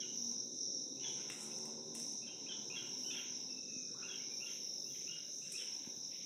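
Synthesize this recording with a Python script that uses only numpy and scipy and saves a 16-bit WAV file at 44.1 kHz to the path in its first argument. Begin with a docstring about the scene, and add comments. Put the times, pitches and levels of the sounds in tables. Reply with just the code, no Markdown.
"""An empty tiled reception hall, open to a garden, heard through one mono microphone that cuts the deep bass.
An insect chorus of pulsed tones and a smoother trill lies near 6 kHz, with a fainter noise band near 4 kHz.
Gliding husky whistles make a bird; ringing modes make light clicks close by, and both echo in the hall.
Close in, shaped noise rustles and damped swings thud softly. Far off, multiples of a firing rate make
a small engine that climbs through a gear change, over traffic rumble, patchy midrange noise and hiss."""
import sys
import numpy as np
from scipy import signal
from scipy.fft import rfft, irfft
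from scipy.io import wavfile

SR = 44100
rng = np.random.default_rng(int(sys.argv[2]) if len(sys.argv) > 2 else 0)


def dump(signal):
    """Clip the signal to [-1, 1] and save it as 16-bit WAV at the path in sys.argv[1]."""
    limited = np.clip(np.atleast_2d(signal).T, -1, 1)
    pcm = np.round(limited * 32767).astype(np.int16)
    wavfile.write(sys.argv[1], SR, pcm)


def boost(x):
    """Linear amplitude factor 10**(x/20) for a level x in decibels (scalar or array-like)."""
    u = np.asarray(x, float) / 20
    return 10 ** u


N = 275625      # samples: 6.25 s

# phrases of the pulsing singers: (start [s], length [s], level [dB], pitch [Hz])
SINGER_PHRASES = [(-.3, 0.34, -36, 5520), (0.123, 0.37, -45.5, 5616), (0.538, 0.36, -45, 5585),
                  (0.985, 0.5, -49, 5625), (1.465, .38, -48.5, 5420), (1.949, 0.34, -48.5, 5440),
                  (2.387, 0.36, -50, 5433), (2.87, 0.32, -45.5, 5550), (3.265, .36, -47.5, 5500),
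                  (3.677, .31, -50.5, 5443), (4.138, 0.323, -47, 5455), (4.581, 0.34, -47.5, 5410),
                  (4.996, 0.3, -49.5, 5390), (5.493, 0.33, -46.5, 5546), (5.952, 0.31, -47, 5430)]
# smooth upper trill: (time [s], level [dB], centre [Hz])
TRILL_CURVE = [(0.0, -47.5, 6030), (0.35, -46, 5980), (0.36, -49.5, 5930), (0.71, -47.5, 5940),
               (0.92, -52.5, 5930), (1.08, -43.5, 6086), (1.27, -48, 5890), (1.36, -56, 5800),
               (1.58, -46.5, 5950), (1.79, -54.5, 5960), (2.12, -46, 6020), (2.31, -51.5, 5910),
               (2.71, -48.5, 5983), (2.99, -53.5, 5964), (3.06, -49.5, 5910), (3.31, -47.5, 6005),
               (3.48, -55, 5880), (3.79, -47, 6114), (3.95, -52.5, 5832), (4.04, -49.5, 5990),
               (4.28, -51, 5876), (4.54, -47, 6100), (4.68, -52.5, 5900), (5.05, -47.5, 6033),
               (5.21, -53, 5870), (5.36, -47.5, 6160), (5.59, -52.5, 5890), (6.08, -50, 6000),
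               (6.13, -58, 5860), (6.25, -48, 5960)]
# bird notes: (start [s], length [s], first pitch [Hz], last pitch [Hz], level [dB])
BIRD_NOTES = [(0, 0.05, 3333, 2697, -43.5), (0.963, 0.043, 2650, 2870, -68),
              (0.994, 0.15, 2933, 3035, -54.5), (1.03, 0.06, 3595, 3050, -44.5),
              (1.505, 0.052, 2678, 2680, -61.5), (2.211, 0.071, 2643, 2766, -58.5),
              (2.269, 0.035, 3240, 3010, -52.5), (2.283, 0.066, 2750, 2900, -54),
              (2.46, 0.022, 2555, 2990, -50), (2.483, 0.053, 3257, 2950, -44.5),
              (2.513, 0.041, 3600, 3255, -47), (2.698, 0.11, 2710, 2820, -48),
              (2.755, .05, 3450, 2976, -44), (2.819, 0.063, 2990, 2807, -50),
              (3.039, 0.11, 3019, 3085, -49), (3.101, 0.11, 2746, 2816, -46.5),
              (3.105, 0.027, 3660, 3260, -41.5), (3.151, 0.07, 3390, 2948, -48),
              (3.485, 0.18, 2659, 2644, -60.5), (3.678, 0.22, 2630, 2457, -60.5),
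              (3.837, 0.064, 1153, 1653, -80), (3.94, 0.071, 1154, 1565, -62),
              (4.024, 0.077, 2760, 2784, -49.5), (4.079, 0.054, 3470, 3133, -48.5),
              (4.107, 0.057, 2790, 2906, -47.5), (4.136, 0.026, 3275, 2946, -46),
              (4.192, 0.087, 2280, 2380, -59.5), (4.298, 0.061, 2425, 2339, -59),
              (4.402, 0.075, 2767, 2807, -46), (4.454, 0.074, 3450, 2880, -53),
              (4.845, 0.095, 2730, 2848, -64), (4.899, 0.07, 3416, 3132, -60.5),
              (4.968, 0.13, 2198, 2322, -69), (5.07, 0.088, 2814, 2887, -48),
              (5.113, 0.037, 3320, 3030, -54.5), (5.414, 0.021, 2654, 2900, -53),
              (5.444, 0.022, 2750, 2716, -54), (5.536, 0.068, 2636, 2809, -47.5),
              (5.559, 0.064, 3940, 3347, -52), (5.574, 0.068, 3347, 2810, -49),
              (6.166, 0.062, 2184, 2400, -72)]
# taps on a small hard object: (time [s], level [dB], dullness [0-1])
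TAPS = [(1.3009, -45.5, 0.76), (1.5859, -53, 0.49), (1.6551, -48.5, 0.36), (1.9515, -43, 0.31),
        (1.9993, -45, 0.24), (2.1246, -54, 0.02), (2.1844, -63, 0.23), (2.9966, -71, 0.36),
        (5.5228, -42.5, 0)]
# ringing modes of that object: (frequency [Hz], relative level [dB], decay by 60 dB [s])
TAP_MODES = [(2103, -21.5, 0.011), (2750, -18, 0.022), (3600, -28, 0.096), (8320, 0, 0.019),
             (9240, -2, 0.019), (10800, -4, .012), (13700, -16, 0.0067)]
# bursts of rustle: (peak time [s], peak level [dB], rise [dB/s])
RUSTLE_BURSTS = [(1.1, -70, 300), (1.32, -55.5, 900), (1.43, -53.5, 150), (1.56, -63.5, 150),
                 (1.65, -73, 500), (1.95, -53, 2000), (2.02, -58, 300), (3.1, -68, 81), (5.46, -66, 100),
                 (5.53, -55.5, 400), (5.62, -63.5, 200)]
# colour of the rustle: (frequency [Hz], relative level [dB per Hz])
RUSTLE_COLOUR = [(6500, 2), (7300, 2), (8200, 0.5), (9200, 0), (10600, -7), (12000, -14), (14000, -23)]
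# soft thuds on the microphone's case: (time [s], peak level [dB])
CASE_THUDS = [(3.758, -45), (3.902, -49.5), (4.081, -55), (4.27, -52.5), (5.868, -44.5), (5.968, -49.5)]
# faint distant chorus: (time [s], level [dB])
LOW_CHORUS_LEVEL = [(0.0, -64), (0.45, -65.5), (1.1, -63), (1.64, -66.5), (2.7, -64.5), (3.8, -67),
                    (4.1, -65), (5.8, -66), (6.25, -65)]
# far engine: (time [s], firing rate [Hz], level [dB])
ENGINE_RUN = [(0.0, 59.63, -63), (0.29, 58.7, -63), (0.95, 65, -56.5), (1.15, 69.25, -57),
              (1.37, 71.16, -60.5), (1.55, 74.95, -55.5), (2.0, 77.37, -54.5), (2.2, 76.55, -67.5),
              (2.52, 73, -62), (2.751, 61.9, -63.5), (3.1, 62.95, -59), (3.5, 63.57, -64),
              (4.0, 63.02, -63.5), (4.37, 62.74, -65.5), (4.45, 61.5, -81)]
# engine harmonics: (multiple of the firing rate, relative level [dB])
FIRING_MULTIPLES = [(2, -3.5), (3, -8), (4, 0), (5, 0.5), (6, -0.5), (7, -5), (8, -6.5), (9, -19),
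                    (10, -12.5)]
# resonances of exhaust and path: (centre [Hz], width [Hz], lift [dB])
ENGINE_RESONANCES = [(137.08, 18, 8.5), (228.3, 63, 18.5), (365, 36, 7.5), (485, 190, 10)]
# midrange swells: (peak time [s], upper patch level [dB], middle patch level [dB], middle patch centre [Hz])
MIDRANGE_SWELLS = [(0.02, -63.5, -75.5, 1687), (.3, -75, -81, 1450), (1.04, -57.5, -74, 1550),
                   (1.2, -61, -68.5, 1510), (1.3, -61.5, -68, 1489), (1.43, -64.5, -67.5, 1381),
                   (1.699, -75, -74.5, 1399), (1.96, -65, -85, 1620), (2.27, -71, -79, 1600),
                   (2.4, -70, -93, 1570), (2.521, -66, -69.5, 1484), (2.77, -57.5, -67, 1508),
                   (3.159, -54, -65.5, 1645), (3.27, -74, -74, 1560), (3.451, -85, -93, 1606),
                   (3.9, -88, -74, 1492), (4.02, -68, -61, 1345), (4.121, -64, -70, 1500),
                   (4.49, -59, -75, 1680), (4.961, -61.5, -80, 1698), (5.08, -70, -87, 1593),
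                   (5.17, -65.5, -72.5, 1537), (5.47, -63.5, -77, 1660), (5.61, -56.5, -71, 1672),
                   (5.85, -67.5, -75, 1615), (6.13, -64, -94, 1614), (6.22, -65, -92, 1400)]
# midrange patch near 900 Hz: (time [s], level [dB])
LOW_PATCH_LEVEL = [(0.0, -80.5), (0.29, -70.5), (0.56, -83), (1.02, -78), (1.04, -68), (1.32, -67),
                   (1.55, -69), (1.67, -61), (1.71, -66.5), (2.33, -74), (2.47, -68), (3.55, -72),
                   (3.81, -110), (4.0, -72), (5.59, -85.5), (5.66, -73.5), (5.92, -71.5), (6.25, -87)]
# traffic rumble: (time [s], level [dB])
TRAFFIC_LEVEL = [(0.0, -59), (0.31, -61), (0.42, -59), (1.67, -59), (2.16, -60), (2.77, -58), (3.5, -61),
                 (3.86, -61), (4.51, -62), (5.08, -61.5), (6.25, -64)]
# colour of the traffic: (frequency [Hz], relative level [dB per Hz])
TRAFFIC_COLOUR = [(35, -59), (60, -45), (121, -8), (231, 0), (317, -3.5), (389, -2.5), (461, -8.5),
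                  (522, -5.5), (670, -17), (900, -26), (1170, -71), (1980, -120)]
# colour of the steady hiss: (frequency [Hz], relative level [dB per Hz])
HISS_COLOUR = [(500, -6), (900, 6), (3500, 2), (4250, -26), (4600, -18), (7000, 6), (10000, -14),
               (16000, -8)]
# hiss in the top treble: (time [s], level [dB])
TOP_HISS_LEVEL = [(0.0, -84), (0.23, -76), (0.75, -91), (1.09, -82), (1.5, -83), (1.74, -93), (3.2, -72.5),
                  (3.67, -86), (4.11, -77), (4.28, -74.5), (4.94, -70.5), (5.22, -74.5), (5.85, -75),
                  (6.25, -77.5)]
# colour of the top hiss: (frequency [Hz], relative level [dB per Hz])
TOP_HISS_COLOUR = [(8500, -39), (10300, -1.5), (12000, -2.5), (13000, -7.5), (14500, -3.5), (16000, -13)]


def high_chorus():
    """Near singers stroke their wings some 45 times a second, each stroke a raspy falling tone, under a trill."""
    return pulsing_singers() + smooth_trill()


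def stroke_phase(rate_spread):
    """Wing-stroke cycles since the start, at a rate that wanders around 44.5 per second."""
    return np.cumsum(44.5 * (1 + rate_spread)) / SR


def pulsing_singers(count=3):
    """Each stroke sounds a falling tone for part of its cycle; uneven tooth strikes roughen it."""
    stroke_share, sweep_hz, near_singer_db, blur_db = 0.7, 708, 4.5, -1.0
    phrase_hz = in_time([(s + length / 2, hz) for s, length, db, hz in SINGER_PHRASES])[0]
    near = 0
    for k in range(count):
        stroke = (rng.random() + stroke_phase(0.013 * rng.normal() + 0.035 * drift(3.0))) % 1
        along = np.clip(stroke / stroke_share, 0, 1)
        pitch = phrase_hz + 60 * drift(1.5) + sweep_hz * (0.5 - along)
        tone = rasp(width_hz=120, share=0.55) * turning(pitch)
        singer_db = near_singer_db * (k == 0) + 1.8 * drift(0.92)
        near = near + rms_one(np.sin(np.pi * along) * tone.real) * boost(singer_db)
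    blur = rms_one(band(rng.standard_normal(N), 5050, 6200))      # far singers and echoes fill the gaps
    pulsing = band(rms_one(near) + boost(blur_db) * blur, 5150, 6150)
    pulsing = rms_one(band(pulsing, 4850, 6700, order=5))
    overtone = boost(-41) * rms_one(band(pulsing ** 2, 8300, 14000))      # the wings also ring an octave up
    return boost(phrase_level_db()) * (pulsing + overtone)


def phrase_level_db():
    """Level in dB of the pulsing singers: each phrase swells, holds and breaks off."""
    rise_s, fall_s, between_db = 0.067, 0.073, -52
    t, level_db = np.arange(N) / SR, np.full(N, float(between_db))
    for s, length, db, hz in SINGER_PHRASES:
        singing = np.clip(np.minimum((t - s) / rise_s, (s + length - t) / fall_s), 0, 1)
        level_db = np.maximum(level_db, between_db + singing * (db - between_db))
    return level_db


def smooth_trill():
    """A wide, noisy tone throbs gently at about the stroke rate."""
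    level_db, centre_hz = in_time(TRILL_CURVE)
    throb = 1 + 0.13 * np.sin(2 * np.pi * stroke_phase(0.07 * drift(3.0)))
    trill = throb * np.real(rasp(width_hz=580, share=0.96) * turning(centre_hz))
    trill = band(band(trill, 5400, 6400), 4900, 7250, order=5)
    return boost(level_db) * rms_one(trill)


def bird():
    """Short gliding, husky whistles with a faint tone an octave below."""
    scoop_hz, scoop_s, attack_s, undertone_db = 364, 0.009, 0.007, -21
    out, husk = np.zeros(N), rasp(width_hz=95, share=0.44)
    for s, length, first_hz, last_hz, level_db in BIRD_NOTES:
        start = round(s * SR)
        along = np.linspace(0, 1, round(length * SR))
        pitch = first_hz + (last_hz - first_hz) * along
        if last_hz > first_hz:      # rising notes start from below
            pitch = pitch - scoop_hz * np.exp(-along * length / scoop_s)
        octave_below = turning(pitch / 2)
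        attack = np.minimum(along * length / attack_s, 1)
        shape = attack * np.sqrt(np.abs(np.cos(np.pi / 2 * along)))
        tone = (octave_below ** 2 + boost(undertone_db) * octave_below) * husk[start:start + len(along)]
        out[start:start + len(along)] += boost(level_db) * shape * tone.real
    return out


def clicks():
    """A small hard object is tapped close by: every mode rings briefly, dull taps lose their top."""
    times, tap_db, dull = np.transpose(TAPS)
    at = np.round(times * SR).astype(int)
    scatter_db = rng.normal(0, 0.71, (len(at), len(TAP_MODES)))
    out = np.zeros(N)
    for k, (hz, mode_db, t60) in enumerate(TAP_MODES):
        tilt_db = -19.1 * dull * np.log2(hz / 8000)
        blows = np.full(N, 1e-18)
        blows[at] = boost(tap_db + mode_db - 1 + scatter_db[:, k] + tilt_db)
        r, w = boost(-60 / (t60 * SR)), 2 * np.pi * hz / SR      # decay and turn per sample
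        out += signal.lfilter([0, np.sin(w)], [1, -2 * r * np.cos(w), r * r], blows)
    crack = np.zeros(N)      # the contact itself: one sharp broad tick
    crack[at] = boost(tap_db + 12.02)
    return out + band(crack, 1900, 13000)


def rustle(level_db):
    """Treble noise in irregular bursts, close to the microphone."""
    return boost(level_db) * coloured(RUSTLE_COLOUR, patchy_db=2.5)


def thuds():
    """Fingers shift on the microphone's case: one soft, damped low swing each."""
    swing_hz, damping_s, lag_s = 240, 0.0022, 0.005
    out, t = np.zeros(N), np.arange(2000) / SR
    swing = np.sin(2 * np.pi * swing_hz * t) * t * np.exp(-t / damping_s)
    for s, peak_db in CASE_THUDS:
        start = round((s + lag_s) * SR)      # the case takes a moment to swing
        out[start:start + len(t)] += boost(peak_db) * swing / swing.max()
    return out


def hall(x):
    """Dense echoes off tile and plaster: dulled dying noise, plus full-band noise dying twice as fast."""
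    t60_s, wall_cut_hz, first_echoes_s = 0.67, 3700, 0.008
    t = np.arange(SR) / SR
    low_pass = signal.butter(1, wall_cut_hz, fs=SR, output="sos")
    dull = signal.sosfilt(low_pass, rng.standard_normal(SR))
    tail = dull * boost(-60 * t / t60_s) + rng.standard_normal(SR) * boost(-120 * t / t60_s)
    tail = tail * np.minimum(t / first_echoes_s, 1)      # the first echoes need time to arrive
    return signal.fftconvolve(x, tail / np.sqrt(np.sum(tail ** 2)))[:N]


def low_chorus():
    """Distant crickets merge into a softly throbbing band of noise."""
    centre_hz, width_hz = 3826, 423
    throb = 1 + 0.11 * np.sin(2 * np.pi * np.cumsum(38 * (1 + 0.16 * drift(1.5))) / SR)
    noise = band(rng.standard_normal(N), centre_hz - width_hz / 2, centre_hz + width_hz / 2, order=4)
    return boost(in_time(LOW_CHORUS_LEVEL)[0]) * rms_one(throb * noise)


def engine():
    """Multiples of the firing rate swell as they pass through the resonances on their way."""
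    last_s, last_hz, last_db = ENGINE_RUN[-1]
    firing_hz, level_db = in_time(ENGINE_RUN + [(last_s + 0.23, last_hz, -100)])      # fades out
    phase = 2 * np.pi * np.cumsum(firing_hz * (1 + 0.0071 * drift(5.95))) / SR
    tones = 0
    for k, db in FIRING_MULTIPLES:
        lift_db = 0
        for centre, width, top_db in ENGINE_RESONANCES:
            lift_db = lift_db + top_db / (1 + (2 * (k * firing_hz - centre) / width) ** 2)
        tone = np.sin(k * phase + 2 * np.pi * rng.random())
        tones = tones + boost(db + lift_db + 3.0 * drift(3.2)) * tone
    return boost(level_db) * rms_one(tones)


def midrange_wash():
    """Midrange noise swells and sinks in three patches; the middle patch also wanders in pitch."""
    s, upper_peaks_db, middle_peaks_db, centres_hz = np.transpose(MIDRANGE_SWELLS)
    upper_db = swells(s, upper_peaks_db, rise_db_per_s=443, fall_db_per_s=60.5, floor_db=-88)
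    middle_db = swells(s, middle_peaks_db, rise_db_per_s=443, fall_db_per_s=66, floor_db=-95)
    middle_hz = np.interp(np.arange(N) / SR, s, centres_hz)
    low = rms_one(band(rng.standard_normal(N), 690, 1060, order=5))
    middle = rms_one(np.real(rasp(width_hz=170, share=1) * turning(middle_hz)))
    upper = rms_one(band(rng.standard_normal(N), 2050, 3750, order=5))
    patches = (in_time(LOW_PATCH_LEVEL)[0], low), (middle_db, middle), (upper_db, upper)
    return sum(boost(db + 1.53 * drift(19.0)) * x for db, x in patches)


def traffic():
    """Far traffic is low, slowly swelling coloured noise."""
    return boost(in_time(TRAFFIC_LEVEL)[0]) * coloured(TRAFFIC_COLOUR, patchy_db=2.0)


def hiss():
    """A faint bed of coloured noise whose bands flicker."""
    return boost(-80.5) * coloured(HISS_COLOUR, patchy_db=3.0)


def top_hiss(rustle_db):
    """Top treble noise follows its own level curve, and the rustle reaches into it."""
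    level = boost(in_time(TOP_HISS_LEVEL)[0]) + boost(rustle_db - 29)
    return level * coloured(TOP_HISS_COLOUR, patchy_db=3.5)


def in_time(rows):
    """Columns of a curve table, one value per sample."""
    s, *columns = np.transpose(rows)
    return [np.interp(np.arange(N) / SR, s, c) for c in columns]


def rms_one(x):
    """Scale to rms 1."""
    return x / np.sqrt(np.mean(np.abs(x) ** 2) + 1e-20)


def band(x, low_hz, high_hz, order=2):
    """Butterworth band-pass."""
    return signal.sosfilt(signal.butter(order, [low_hz, high_hz], "band", fs=SR, output="sos"), x)


def turning(hz):
    """Complex tone that follows a pitch curve."""
    return np.exp(2j * np.pi * np.cumsum(hz) / SR)


def drift(rate_hz):
    """Slow random wander of rms 1: noise twice through a one-pole low-pass, on every 40th sample."""
    r = np.exp(-2 * np.pi * rate_hz * 40 / SR)
    noise = rng.standard_normal(N // 40 + 2002)
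    slow = signal.lfilter([1], [1, -2 * r, r * r], noise)[2000:]      # drop the run-in
    return np.interp(np.arange(N) / 40, np.arange(len(slow)), rms_one(slow))


def rasp(width_hz, share):
    """Complex gain that widens a tone: a steady part plus narrow noise."""
    r = np.exp(-2 * np.pi * width_hz / SR)
    noise = rng.standard_normal(N) + 1j * rng.standard_normal(N)
    narrow = signal.lfilter([1], [1, -2 * r, r * r], noise)
    return 1 - share + share * rms_one(narrow)


def coloured(spectrum, patchy_db):
    """Noise of rms 1 with the given spectrum, in third-octave bands that each flicker a little."""
    hz, db = np.transpose(spectrum)
    grid = np.maximum(np.arange(N // 2 + 1) * SR / N, 1)
    gain = boost(np.interp(np.log(grid), np.log(hz), db, -120, -120))
    shaped = rfft(rng.standard_normal(N)) * gain
    third = np.floor(3 * np.log2(grid))
    used = np.unique(third[(grid > hz[0]) & (grid < hz[-1])])
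    return rms_one(sum(irfft(shaped * (third == k), N) * boost(patchy_db * drift(5.1)) for k in used))


def swells(times, peaks_db, rise_db_per_s, fall_db_per_s, floor_db):
    """Level in dB of overlapping swells that climb to their peak and die away over a floor."""
    times, peaks_db, rise = (np.reshape(v, (-1, 1)) for v in (times, peaks_db, rise_db_per_s))
    late = np.arange(0, N, 32) / SR - times      # seconds after each peak, on every 32nd sample
    each_db = peaks_db - np.where(late < 0, -late * rise, late * fall_db_per_s)
    total_db = 10 * np.log10(np.sum(boost(2 * each_db), axis=0) + boost(2 * floor_db))
    return np.interp(np.arange(N) / 32, np.arange(len(total_db)), total_db)


def scene():
    """All sources in mono on two equal channels; bird and clicks also sound through the hall."""
    rustle_db = swells(*np.transpose(RUSTLE_BURSTS), fall_db_per_s=110, floor_db=-76.5)
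    sharp = bird() + clicks()
    near = high_chorus() + sharp + boost(-2) * hall(sharp) + rustle(rustle_db) + thuds()
    far = low_chorus() + engine() + midrange_wash() + traffic() + hiss() + top_hiss(rustle_db)
    mono = near + far
    return np.array([mono, mono])


def roll_off(x):
    """The treble ends steeply here."""
    return signal.sosfilt(signal.butter(12, 15640, fs=SR, output="sos"), x)


def record(dry):
    """The microphone cuts the bass below 90 Hz and adds a trace of its own low noise."""
    cut = signal.sosfilt(signal.butter(4, 90, "high", fs=SR, output="sos"), dry)
    low_noise = boost(-94.5) * rms_one(band(rng.standard_normal(N), 24, 90))
    return roll_off(cut + low_noise)


dry = scene()
out = record(dry)
dump(out)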